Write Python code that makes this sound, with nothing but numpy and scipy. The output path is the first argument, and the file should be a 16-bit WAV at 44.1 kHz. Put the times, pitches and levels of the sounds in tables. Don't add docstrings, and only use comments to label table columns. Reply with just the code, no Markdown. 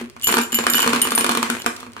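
import sys
import numpy as np
from scipy import signal
from scipy.fft import rfft, irfft
from scipy.io import wavfile

SR = 44100
rng = np.random.default_rng(int(sys.argv[2]) if len(sys.argv) > 2 else 0)


def transcribe(signal):
    frames = np.atleast_2d(signal).T
    limited = np.clip(frames, -1, 1)
    pcm = np.round(limited * 32767).astype(np.int16)
    wavfile.write(sys.argv[1], SR, pcm)


N = 88200

# time in seconds, level in dB.
ROLL_ENVELOPE = [(0,-30.5),(0.059,-44.5),(.14,-54),(0.262,-45.5),(0.299,-21),(.4,-41),(.49,-45),(0.602,-27),(.7,-38),(.9,-25),(1.3,-35),(1.55,-28.5),(1.64,-39.5),(1.83,-44.5),(1.93,-54),(2,-38.5)]
# start in seconds, level in dB, extra treble in dB, extra drumming in dB.
LANDINGS = [(0.0139,-32,-3,21.5),(.165,-30.5,-7,5.5),(.273,-19,-6,7.5),(0.2842,-18,6,-4),(0.2908,-11,-23,-2),(0.299,-20.5,2,3),(.3255,-8.5,-2,-16),(.3408,-7,0,0),(.3694,-6.5,-1.5,1.5),(.382,-12,4.5,-6),(.387,-7.5,-2.5,-8),
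            (0.529,-19,2,6.5),(0.5879,-9.5,0,-2),(0.6398,-14,-4,-8),(.667,-4,0.5,-6),(0.7448,-8.5,-1,-1),(0.782,-13,8,-13),(0.7924,-8.5,-1.5,-11.5),(.803,-28,-10,-13),(0.8291,-8.5,-1,-10),(.844,-9.5,-12,-14),(0.8632,-14,2.5,11.5),(0.8758,-7.5,1.5,-1),
            (0.9329,-6,-2,-5),(0.9498,-17.5,5.5,-0.5),(0.961,-11.5,1,-4),(1.0521,-14.5,-3,1),(1.072,-15.5,5.5,0),(1.1199,-10,-0.5,0.5),(1.1782,-5,0,-4.5),(1.209,-16.5,9,8),(1.2443,-7,-0.5,-2.5),(1.2646,-14.5,7,5),(1.2929,-6.5,-1,0),
            (1.305,-19,-15,7),(1.3131,-28.5,20.5,-1),(1.319,-16,6,2),(1.3507,-12.5,3,3.5),(1.373,-10.5,2,5),(1.4286,-9.5,2.5,-4),(1.5004,-12,7.5,5.5),(1.644,-24,-6,-3),(1.6623,-7.5,2,2.5),
            (1.806,-34,10.5,1),(1.8298,-26.5,-22,4),(1.866,-30.5,-18,13.5),(1.9658,-24.5,-16,-3),(1.981,-32,-12,-11)]
# frequency in Hz, gain in dB, T60 in seconds.
TABLE_MODES = [(240,-25,.2),(262,-27,.09),(358,-22,.11),(456,-27,.09),(713,-26,.05),(955,-24,.06),(1050,-22,.07),(1126,-22,.08),(1190,-23,.07),(1380,-30,.05),(1599,-30,.06),(1758,-32,.05),(2400,-25,.012),(3750,-24,.012),(4200,-23,.012)]
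# start in seconds, level in dB.
MARBLE_HITS = [(0.099,-45),(.198,-46),(0.2143,-40),(.271,-21.5),(.6995,-28),(.736,-18),(1.107,-25.5),(1.62,-33),(1.7642,-38.5),(1.7675,-39),(1.802,-42),(1.853,-58),(1.92,-51),(1.934,-45.5)]
# start in seconds, contact level in dB, five mode levels in dB.
GLASS_HITS = [(0.222,-28,-37,-31,-38,-55,-50),(0.2329,-19,-22,-31,-29,-43,-32),(0.242,-13.5,-24,-22,-28,-35,-21),(.256,-30,-45,-29,-44,-45,-29),(0.2722,-8,-20,-14.5,-22,-36,-18),(0.3006,-20,-22,-46,-47,-45,-49),(0.3138,-17,-24.5,-27.5,-24,-24,-33),(0.346,-22,-53,-40,-60,-35,-26),
              (.414,-14,-26.5,-21.5,-27.5,-37,-30),(0.4342,-18,-34,-24,-43,-48,-35),(0.5211,-15,-23,-18.5,-31,-29,-29),(0.5446,-6,-24.5,-16.5,-22.5,-26,-17.5),(0.552,-28,-23,-19,-54,-63,-16),(0.5716,-29,-40,-23,-43,-45,-44),
              (0.699,-17,-28,-16.5,-23,-31,-20.5),(0.7234,-27,-34,-41,-36,-18,-25),(.7352,-17,-19,-33,-22,-22,-29),(0.7519,-16,-17,-17,-24,-18,-18.5),(0.771,-12,-16,-29,-22.5,-21,-32),(0.8003,-15,-16,-17.5,-30,-17.5,-31),(0.8201,-5,-20,-25,-29,-38,-27),
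              (0.8932,-19,-38,-23,-33,-39,-35),(1.0166,-5,-19,-25,-13.5,-21,-22.5),(1.0402,-21,-25,-22.5,-23,-23,-30),(1.109,-22,-42,-28,-25,-25,-37),(1.1505,-11,-32,-30,-14,-18,-32),(1.1832,-19,-49,-41,-15,-19,-37),(1.2048,-15,-24.5,-28,-23.5,-23,-35),(1.5924,-35,-35,-37,-47,-47,-41)]
# frequency in Hz, gain in dB, T60 in seconds, right lag in radians.
GLASS_MODES = [(2961,-5.5,.13,1.4),(7158,-2.5,.075,1.6),(9096,.5,.075,1.5),(11827,-3,.075,1.6),(12702,2,.08,1.6)]
# frequency in Hz, gain in dB.
ROLL_SPECTRUM = [(25,-34),(70,-13),(150,-13.5),(205,-1.5),(240,9.5),(290,-7),(370,-3),(600,-8.5),(1150,-6.5),(1600,-5.5),(2500,-5.5),(5000,-19),(11000,-22.5),(16000,-34)]
HUM_SPECTRUM = [(20,-24),(60,5),(100,11.5),(170,-2.5),(600,-7),(3000,-52),(16000,-45)]
CLACK_SPECTRUM = [(40,-23),(140,-43.5),(280,1),(430,-1),(600,-6),(950,5),(1350,6.5),(1900,-1.5),(2600,-5),(3400,-5.5),(5500,-8.5),(9000,-8.5),(12500,-13),(15500,-27)]
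TICK_SPECTRUM = [(100,-30),(1500,4),(4000,11),(8000,6),(12000,-1),(15500,-1)]
ROOM_SPECTRUM = [(60,-9),(250,2),(600,0),(1200,-1),(2500,8),(5000,1.5),(9000,2),(15000,-5)]
# frequency in Hz, T60 in seconds.
ROOM_DECAY = [(150,0.16),(400,0.48),(1000,0.41),(3000,0.21),(7000,0.36),(15000,0.32)]

MONO_HZ = 486
RING_TIME_S = np.arange(int(.3 * SR)) / SR


def amp(db):
    return 10 ** (np.asarray(db) / 20)


def unit_rms(x):
    return x / np.sqrt(np.mean(x ** 2) + 1e-20)


def interp_log_hz(points, hz):
    point_hz, value = np.transpose(points)
    return np.interp(np.log(hz + 1), np.log(point_hz + 1), value)


def add(mix, start_s, sound):
    part = mix[:, max(round(start_s * SR), 0):][:, :sound.shape[-1]]
    part += sound[..., :part.shape[1]]


def colour(x, spectrum, size=2048):
    hz = abs(np.fft.fftfreq(size, 1 / SR))
    log_gain = np.log(amp(interp_log_hz(spectrum, hz)))
    taps = np.fft.ifft(np.exp(np.conj(signal.hilbert(log_gain)))).real
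    return signal.oaconvolve(x, taps[None], axes=1)[:, :x.shape[1]]


def bass_weight(hz):
    return 1 / (1 + (hz / MONO_HZ) ** 4)


def mono_bass(x):
    left, right = rfft(x)
    common = bass_weight(np.fft.rfftfreq(x.shape[1], 1 / SR))
    right = common * left + np.sqrt(1 - common ** 2) * right
    return irfft(np.array([left, right]), x.shape[1])


def impact(noise, scatter_s, scatter_db, right_lag_s=.00011):
    t = RING_TIME_S[:noise.shape[1]]
    echoes = unit_rms(mono_bass(noise) * np.exp(-t / scatter_s) * np.sqrt(t))
    out = amp(scatter_db) * echoes / np.sqrt(len(t))
    out[0, 0] -= 1
    out[1, round(right_lag_s * SR)] -= 1
    return out


def rolling(bumps_per_s=3500, uneven_db=4.0):
    hits = rng.random(N) < bumps_per_s / SR
    strength = amp(uneven_db * np.minimum(rng.exponential(1, N), 4))
    bumps = mono_bass(hits * strength * rng.standard_normal((2, N)))
    level_db = np.interp(np.arange(N) / SR, *np.transpose(ROLL_ENVELOPE))
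    return amp(level_db) * unit_rms(colour(bumps, ROLL_SPECTRUM))


def hum(level_db=-51.5):
    return amp(level_db) * unit_rms(colour(rng.standard_normal((2, N)), HUM_SPECTRUM))


def knocks(clack_gain_db=12.5, drum_gain_db=3.5, spread_db=4, treble_hz=2810, share=.12, size=1024):
    clack, drum = np.zeros((2, 2, N))
    hz, gain_db, t60_s = np.transpose(TABLE_MODES)[:, :, None]
    modes = amp(gain_db - 60 * RING_TIME_S / t60_s) * np.exp(2j * np.pi * hz * RING_TIME_S)
    bass = bass_weight(hz[:, 0])
    highpass = signal.butter(1, treble_hz, "high", fs=SR)
    shared = rng.standard_normal((2, size))
    phase_spread_rad = np.minimum(hz.T / MONO_HZ, 2) ** 2 / 3
    stereo_phase = np.exp(1j * phase_spread_rad * rng.standard_normal((2, len(hz))))
    for start_s, level_db, treble_db, bass_db in LANDINGS:
        noise = np.sqrt(share) * shared + np.sqrt(1 - share) * rng.standard_normal((2, size))
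        blow = impact(noise, scatter_s=.0013, scatter_db=9.5)
        treble = signal.lfilter(*highpass, blow)
        add(clack, start_s, amp(level_db) * (blow + (amp(treble_db) - 1) * treble))
        spot_db = spread_db * rng.standard_normal(len(hz))
        weights = amp(level_db + bass_db * bass + spot_db) * stereo_phase
        add(drum, start_s, -(weights @ modes).real)
    return amp(clack_gain_db) * colour(clack, CLACK_SPECTRUM) + amp(drum_gain_db) * drum


def ticks(gain_db=21, wall_gain_db=-17, size=1024):
    out = np.zeros((2, N))
    wall_hits = [(start_s, contact_db + wall_gain_db) for start_s, contact_db, *_ in GLASS_HITS]
    for start_s, level_db in MARBLE_HITS + wall_hits:
        contact = impact(rng.standard_normal((2, size)), scatter_s=.00082, scatter_db=-5)
        add(out, start_s, amp(level_db) * contact)
    return amp(gain_db) * colour(out, TICK_SPECTRUM)


def clinks(gain_db=5, rise_s=.0012, split_hz=14, roughness=.5, chatter_hz=160, chatter_s=.047):
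    out = np.zeros((2, N))
    hz, mode_db, t60_s, lag_rad = np.transpose(GLASS_MODES)[:, :, None]
    t = RING_TIME_S[:len(RING_TIME_S) // 2]
    envelope = amp(mode_db - 60 * t / t60_s) * (1 - np.exp(-t / rise_s))
    modes = envelope * np.exp(2j * np.pi * hz * t)
    stereo_phase = np.exp(-1j * np.array([0 * lag_rad, lag_rad]))
    lowpass = signal.butter(2, chatter_hz, fs=SR)
    for start_s, _, *levels_db in GLASS_HITS:
        detune_hz = split_hz * rng.standard_normal((len(hz), 1))
        phase = np.exp(2j * np.pi * rng.random((3, len(hz), 1)))
        twin = .33 * phase[1:] * np.exp(2j * np.pi * detune_hz * t)
        pairs = modes * phase[0] * (stereo_phase + twin)
        ring = (amp(levels_db)[:, None] * pairs).sum(1)
        jitter = unit_rms(signal.lfilter(*lowpass, rng.standard_normal((2, len(t)))))
        chatter = 1 + roughness * (jitter[0] + 1j * jitter[1]) * np.exp(-t / chatter_s)
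        add(out, start_s, (ring * chatter).real)
    return amp(gain_db) * out


def thud(start_s=.271, hz=90, t60_s=.062, level_db=-30):
    out = np.zeros((2, N))
    envelope = amp(level_db - 60 * RING_TIME_S / t60_s)
    add(out, start_s, envelope * np.sin(2 * np.pi * hz * RING_TIME_S))
    return out


def room(x, rise_s=.0013, size=256):
    noise = mono_bass(rng.standard_normal((2, SR // 2)))
    hz, t, bands = signal.stft(noise, SR, nperseg=size)
    t60_s = interp_log_hz(ROOM_DECAY, hz)[:, None]
    _, tail = signal.istft(bands * amp(-60 * t / t60_s), SR, nperseg=size)
    tail *= 1 - np.exp(-np.arange(tail.shape[1]) / SR / rise_s)
    response = colour(tail / np.linalg.norm(tail[0]), ROOM_SPECTRUM)
    return signal.fftconvolve(x, response, axes=1)[:, :N]


def scene(table_send_db=-4.5, glass_send_db=-8):
    table = knocks() + thud()
    glass = clinks() + ticks()
    background = hum()
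    reverb = room(amp(table_send_db) * table + amp(glass_send_db) * glass)
    return table + glass + reverb + rolling() + background


def record(dry, limit=.97, cutoff_hz=15900):
    limited = dry / (1 + (dry / limit) ** 4) ** .25
    lowpass = signal.firwin(255, cutoff_hz, window=("kaiser", 9), fs=SR)
    return signal.oaconvolve(limited, lowpass[None], "same")


dry = scene()
out = record(dry)
transcribe(out)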